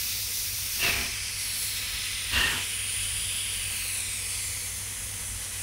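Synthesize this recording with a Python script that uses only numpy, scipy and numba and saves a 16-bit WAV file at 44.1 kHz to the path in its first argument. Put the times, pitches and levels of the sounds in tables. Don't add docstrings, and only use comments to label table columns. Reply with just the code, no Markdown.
import sys
import numpy as np
from scipy import signal
from scipy.fft import rfft, irfft
from scipy.io import wavfile
from scipy.ndimage import uniform_filter1d, map_coordinates
from numba import njit

SR = 44100
rng = np.random.default_rng(int(sys.argv[2]) if len(sys.argv) > 2 else 0)


def inscribe(sig):
    pcm = np.round(np.clip(np.atleast_2d(sig).T, -1, 1) * 32767)
    wavfile.write(sys.argv[1], SR, pcm.astype(np.int16))


N = 247842
TIME = np.arange(N) / SR
BINS = np.maximum(np.fft.rfftfreq(N, 1 / SR), 1)


def from_db(db):
    return 10 ** (np.asarray(db) / 20)


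def rms_one(x):
    return x / np.sqrt(np.mean(x ** 2) + 1e-20)


def held(x, size):
    return x / np.sqrt(uniform_filter1d(x ** 2, size=size) + 1e-9)


def in_time(rows):
    seconds, *columns = np.transpose(rows)
    return [np.interp(TIME, seconds, column) for column in columns]


def noise(spectrum, window=1):
    hz, db = np.transpose(spectrum)
    gain = from_db(np.interp(np.log(BINS), np.log(hz), db)) * window
    return rms_one(irfft(rfft(rng.standard_normal(N)) * gain, N))


def drift(rate_hz):
    return rms_one(irfft(rfft(rng.standard_normal(N)) / (1 + (BINS / rate_hz) ** 2), N))


@njit
def resonate(x, hz, width):
    out, state = np.zeros(len(x)), 0j
    for i in range(len(x)):
        r = np.exp(-np.pi * width[i] / SR)
        turned = state * r * np.exp(2j * np.pi * hz[i] / SR)
        state = turned + x[i] * np.sqrt(2 * (1 - r * r))
        out[i] = state.real
    return out


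def whistle(hz, width_hz):
    hz = hz * np.ones(N)
    skirt = np.abs(width_hz) * 1.61 * np.ones(N)
    once = resonate(rng.standard_normal(N), hz, skirt)
    return held(resonate(once, hz, skirt), size=1800)


def delayed(x, ms):
    return map_coordinates(x, [np.arange(N) - ms * SR / 1000], order=3, mode="mirror")


# f/Hz, density/(dB per Hz)
RUMBLE_COLOUR = [(20, -25), (38, -6), (54, 0.5), (75, -9.5), (105, -8), (135, -17), (225, -14),
                 (300, -23.5), (420, -21.5), (490, -16), (600, -24), (1000, -19.5), (1500, -22.5),
                 (2200, -38)]
RUMBLE_SPLIT_HZ = 160
STREET_DB, STREET_RISE_DB_PER_S = -54, .5


def street():
    bed = noise(RUMBLE_COLOUR, BINS >= RUMBLE_SPLIT_HZ)
    return from_db(STREET_DB + STREET_RISE_DB_PER_S * TIME + 1.0 * drift(21)) * bed


HUM_HZ = 95.9
HUM_DB, HUM_RISE_DB_PER_S = -51, 0.72


def generator(waver_db=-0.1, wander=0.0068, beat_hz=4.3, beat_db=-13):
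    turn = 2 * np.pi * np.cumsum(HUM_HZ * (1 + wander * drift(3.6))) / SR
    octave = from_db(-22.5) * np.sin(2 * turn)
    beating = from_db(beat_db) * np.sin(turn + 2 * np.pi * beat_hz * TIME)
    level_db = HUM_DB + HUM_RISE_DB_PER_S * TIME + waver_db * drift(4.6)
    return rms_one(np.sin(turn) + octave + beating) * from_db(level_db)


FIRE_DB, FIRE_FLICKER_DB, SURGE_S = -47.5, 1.9, 0.042
# t/s, lift/dB
FIRE_SURGES = [(.18, 2), (1.08, 6), (1.95, 7.5), (3.17, 8.5), (4.08, 4), (4.76, 5), (5.04, 4.5),
               (5.35, 9.5)]


def fire():
    surge_db = sum(db * np.exp(-((TIME - s) / SURGE_S) ** 2) for s, db in FIRE_SURGES)
    rumble = held(noise(RUMBLE_COLOUR, BINS < RUMBLE_SPLIT_HZ), size=7000)
    return from_db(FIRE_DB + surge_db + FIRE_FLICKER_DB * drift(4)) * rumble


def station(x, wall_db=-21, count=4):
    dull = signal.sosfilt(signal.butter(1, 3500, fs=SR, output="sos"), x)
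    return x + from_db(wall_db) * sum(delayed(dull, ms) for ms in rng.uniform(20, 90, count))


HOLD_S, SAG_DB_PER_S = 0.094, 36.5


def blast(start, attack_s, open_s, release_db_per_s, sag_db_per_s):
    age = TIME - start
    sag_db = sag_db_per_s * np.maximum(age - HOLD_S, 0)
    release_db = release_db_per_s * np.maximum(age - open_s, 0)
    return np.clip(age / attack_s, 0, 1) * from_db(-(sag_db + release_db))


SQUEAL_FALL_S, SQUEAL_SAG_DB_PER_S = 0.031, 67


def squeal(start, attack_s, length_s, release_db_per_s, hz, fall_hz, width_hz, db):
    fallen = (1 + np.tanh((TIME - start - HOLD_S) / SQUEAL_FALL_S)) / 2
    flow = blast(start, attack_s, length_s, release_db_per_s, SQUEAL_SAG_DB_PER_S)
    return from_db(db) * flow * whistle(hz - fall_hz * fallen, width_hz)


TREBLE_HZ, TREBLE_SAG_DB_PER_S = 3380, 45
# f/Hz, width/Hz, lift/dB
STACK_MODES = [(62, 8, 11), (243, 7, 14), (378, 9, 10), (411, 7, 6), (686, 7, 14), (850, 18, 5),
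               (986, 18, 8), (1245, 24, 3), (1616, 12, 6), (1695, 14, 7), (1762, 12, 7), (1831, 10, 6),
               (1859, 10, 9), (2661, 10, 8), (2714, 14, 7), (2847, 16, 6), (3173, 14, 6)]


def puff(start, attack_s, open_s, release_db_per_s, level_db, colour, rough_db=-1.0):
    valve = (start, attack_s, open_s, release_db_per_s)
    rush = noise(colour)
    body = irfft(rfft(rush) / (1 + (BINS / TREBLE_HZ) ** 8), N)
    flow = body * blast(*valve, SAG_DB_PER_S)
    flow += (rush - body) * blast(*valve, SAG_DB_PER_S + TREBLE_SAG_DB_PER_S)
    steam = from_db(level_db + rough_db * drift(70)) * flow + 1e-18
    ringing = 0
    for hz, width_hz, lift_db in STACK_MODES:
        mode = signal.iirpeak(hz, hz / width_hz, fs=SR)
        ringing = ringing + (from_db(lift_db) - 1) * signal.lfilter(*mode, steam)
    return steam + ringing


# start t/s, attack/s, valve open/s, release/(dB per s), level/dB
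EXHAUST_PUFFS = [(0.779, 0.063, .24, 90, -26), (2.306, 0.043, .28, 260, -25.5)]
# f/Hz, density/(dB per Hz)
FIRST_PUFF_COLOUR = [(30, 1), (60, 4.5), (170, 0.5), (245, -6.5), (310, -4), (420, -2), (600, -7),
                     (1050, -4), (1600, -1.5), (2300, 4.5), (3300, 0), (3700, 1.5), (4800, 1), (6500, -10),
                     (16000, -14)]
SECOND_PUFF_COLOUR = [(30, -1), (60, 8), (170, -3), (300, -6.5), (450, -5.5), (720, -11.5), (900, -3.5),
                      (1250, -1), (1650, 2.5), (2200, -2), (3100, 4.5), (3650, -1), (4250, 0), (5500, -9),
                      (16000, -19)]
# start t/s, attack/s, length/s, release/(dB per s), f/Hz, fall/Hz, width/Hz, level/dB
EDGE_TONES = [(.785, 0.038, 0.42, 18, 2770, 360, 180, -28), (2.3, 0.13, 0.22, 260, 1865, 31, 46, -26.5),
              (2.315, 0.047, 0.19, 260, 2790, 20, 120, -27.5)]


def exhaust(trim_db=-1.35):
    colours = [FIRST_PUFF_COLOUR, SECOND_PUFF_COLOUR]
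    blown = sum(puff(*row, colour) for row, colour in zip(EXHAUST_PUFFS, colours))
    blown += sum(squeal(*row) for row in EDGE_TONES)
    return from_db(trim_db) * station(blown)


def scatter(x, count=12):
    strength, creep_ms = .075, .04
    delays_ms = rng.uniform(1.48, 13, count)
    return x + strength * sum(delayed(x, ms + creep_ms * drift(0.33)) for ms in delays_ms)


# t/s, delay/ms, strength (inverted below 0)
NEAR_TRUNK = [(0.0, 0.32, 0.0025), (0.933, 0.37, 0.107), (1.439, 0.46, -0.095), (2.241, 0.54, -0.041),
              (2.635, 0.41, 0.073), (2.856, 0.48, 0.16), (3.327, 0.43, 0.088), (3.595, 0.425, 0.071),
              (4.075, 0.59, 0.22), (4.483, 0.71, 0.018), (4.671, 0.51, 0.031), (5.62, 0.81, 0.063)]
# t/s, delay/ms, strength
FAR_SURFACE = [(0.0, 0.81, 0.077), (1.22, 0.92, 0.13), (1.625, 0.9, 0.094), (2.26, 1, 0.089),
               (2.782, 0.74, 0.037), (3.54, 0.63, 0.045), (4.053, 0.79, 0.082), (4.251, 0.93, 0.2),
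               (5.62, 1, 0.023)]


def reflections(x, trunk_spread_ms=0.029):
    near_ms, near = in_time(NEAR_TRUNK)
    far_ms, far = in_time(FAR_SURFACE)
    treble = delayed(x, near_ms - trunk_spread_ms) - delayed(x, near_ms + trunk_spread_ms)
    return x + near * treble + far * delayed(x, far_ms)


# t/s, centre f/Hz, width/Hz, level/dB
LEAK_SIZZLE = [(0, 9400, 900, -45.5), (.5, 9250, 800, -43.5), (1.28, 9500, 900, -43),
               (1.42, 10200, 1500, -38), (1.66, 10200, 1900, -36), (1.8, 9800, 1000, -48),
               (1.97, 9600, 750, -41), (2.27, 9360, 700, -38.5), (2.5, 9100, 800, -55),
               (2.68, 9500, 700, -37.5), (2.93, 9600, 657, -34), (3.55, 9720, 570, -36.5),
               (3.8, 9250, 750, -38.5), (3.9, 9680, 550, -36), (4.12, 9350, 750, -40),
               (4.34, 9440, 620, -37), (4.62, 9800, 850, -41), (5.62, 9400, 750, -42.5)]


def sizzle():
    hz, width_hz, db = in_time(LEAK_SIZZLE)
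    return from_db(db) * whistle(hz, width_hz)


# t/s, centre f/Hz, level/dB
HISS_CRESTS = [
    [(0, 5520, -45), (1.24, 5030, -40.5), (1.76, 4000, -40), (2.17, 3600, -40.5), (2.75, 3130, -42.5),
     (3.4, 3250, -37.5), (3.95, 2490, -45), (4.35, 2450, -40.5), (4.85, 1930, -51.5), (5.62, 1860, -50.5)],
    [(0, 5900, -54), (1.25, 6000, -44), (1.65, 5180, -46), (2.2, 5220, -49), (2.6, 4700, -60),
     (3.3, 4850, -45.5), (3.65, 4650, -48.5), (3.87, 4250, -45.5), (4.3, 3400, -52), (5.62, 3270, -54.5)],
    [(2.7, 7600, -59), (3.15, 8100, -44), (3.6, 8200, -54), (4.12, 8300, -39.5), (4.36, 8050, -44.5),
     (4.6, 6570, -45), (5.62, 6140, -51.5)],
    [(3.9, 5200, -75), (4.25, 4670, -47), (4.62, 4470, -47.5), (4.85, 4400, -75)],
]
HISS_CREST_WIDTHS = [570, 290, 600, 380]


def crests():
    total = np.zeros(N)
    for rows, width_hz in zip(HISS_CRESTS, HISS_CREST_WIDTHS):
        hz, db = in_time(rows)
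        total += from_db(db) * whistle(hz, width_hz)
    return total


# f/Hz, density/(dB per Hz)
LEAK_COLOUR = [(300, -19), (700, -31), (1100, -15), (1550, -7), (1950, -1.5), (2500, 2.5), (3200, -1.5),
               (3800, -2), (6000, -1), (7000, -4), (8800, -2), (10700, -1.5), (12500, -10), (16000, -7.5)]
# t/s, rush level/dB, hiss level/dB, spray level/dB, top level/dB
LEAK_EXPOSURE = [(0, -40.5, -32.5, -38, -31), (.4, -41, -35, -36.5, -31), (.9, -39, -36, -37.5, -31.5),
                 (1.23, -37, -40, -39, -44.5), (1.68, -38, -37, -35, -32.5), (1.99, -36.5, -37, -41.5, -40),
                 (2.24, -36.5, -38.5, -42.5, -41.5), (2.51, -34, -38, -33.5, -41),
                 (2.73, -37, -40, -38.5, -42), (3.51, -38, -42, -36.5, -42),
                 (3.85, -38.5, -39.5, -38, -33.5), (4.05, -40.5, -40.5, -36.5, -44),
                 (4.42, -46, -39, -35.5, -41), (4.78, -45, -43.5, -37.5, -42.5),
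                 (5.62, -43.5, -43, -37, -45.5)]
REGISTER_BORDERS = [3560, 6650, 12350]
WHISTLE_HZ, WHISTLE_WIDTH_HZ, WHISTLE_DB = 12450, 250, -14.5


def leak(flutter_db=0.39, patchy_db=0.79, register_trim_db=-1.81):
    registers_db = in_time(LEAK_EXPOSURE)
    jet = sizzle() + crests()
    jet += from_db(registers_db[-1] + WHISTLE_DB) * whistle(WHISTLE_HZ, WHISTLE_WIDTH_HZ)
    below = [0] + [1 / (1 + (BINS / hz) ** 16) for hz in REGISTER_BORDERS] + [1]
    for low, high, db in zip(below, below[1:], registers_db):
        band = noise(LEAK_COLOUR, np.sqrt(np.abs(high - low)))
        jet += from_db(db + register_trim_db + patchy_db * drift(6.0)) * band
    return jet * from_db(flutter_db * drift(9.2))


def scene():
    background = street() + generator() + fire()
    mono = background + exhaust() + scatter(reflections(leak()))
    return np.array([mono, mono])


def record(dry, cutoff_hz=15680):
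    return signal.sosfilt(signal.ellip(12, .1, 85, cutoff_hz, fs=SR, output="sos"), dry)


dry = scene()
out = record(dry)
inscribe(out)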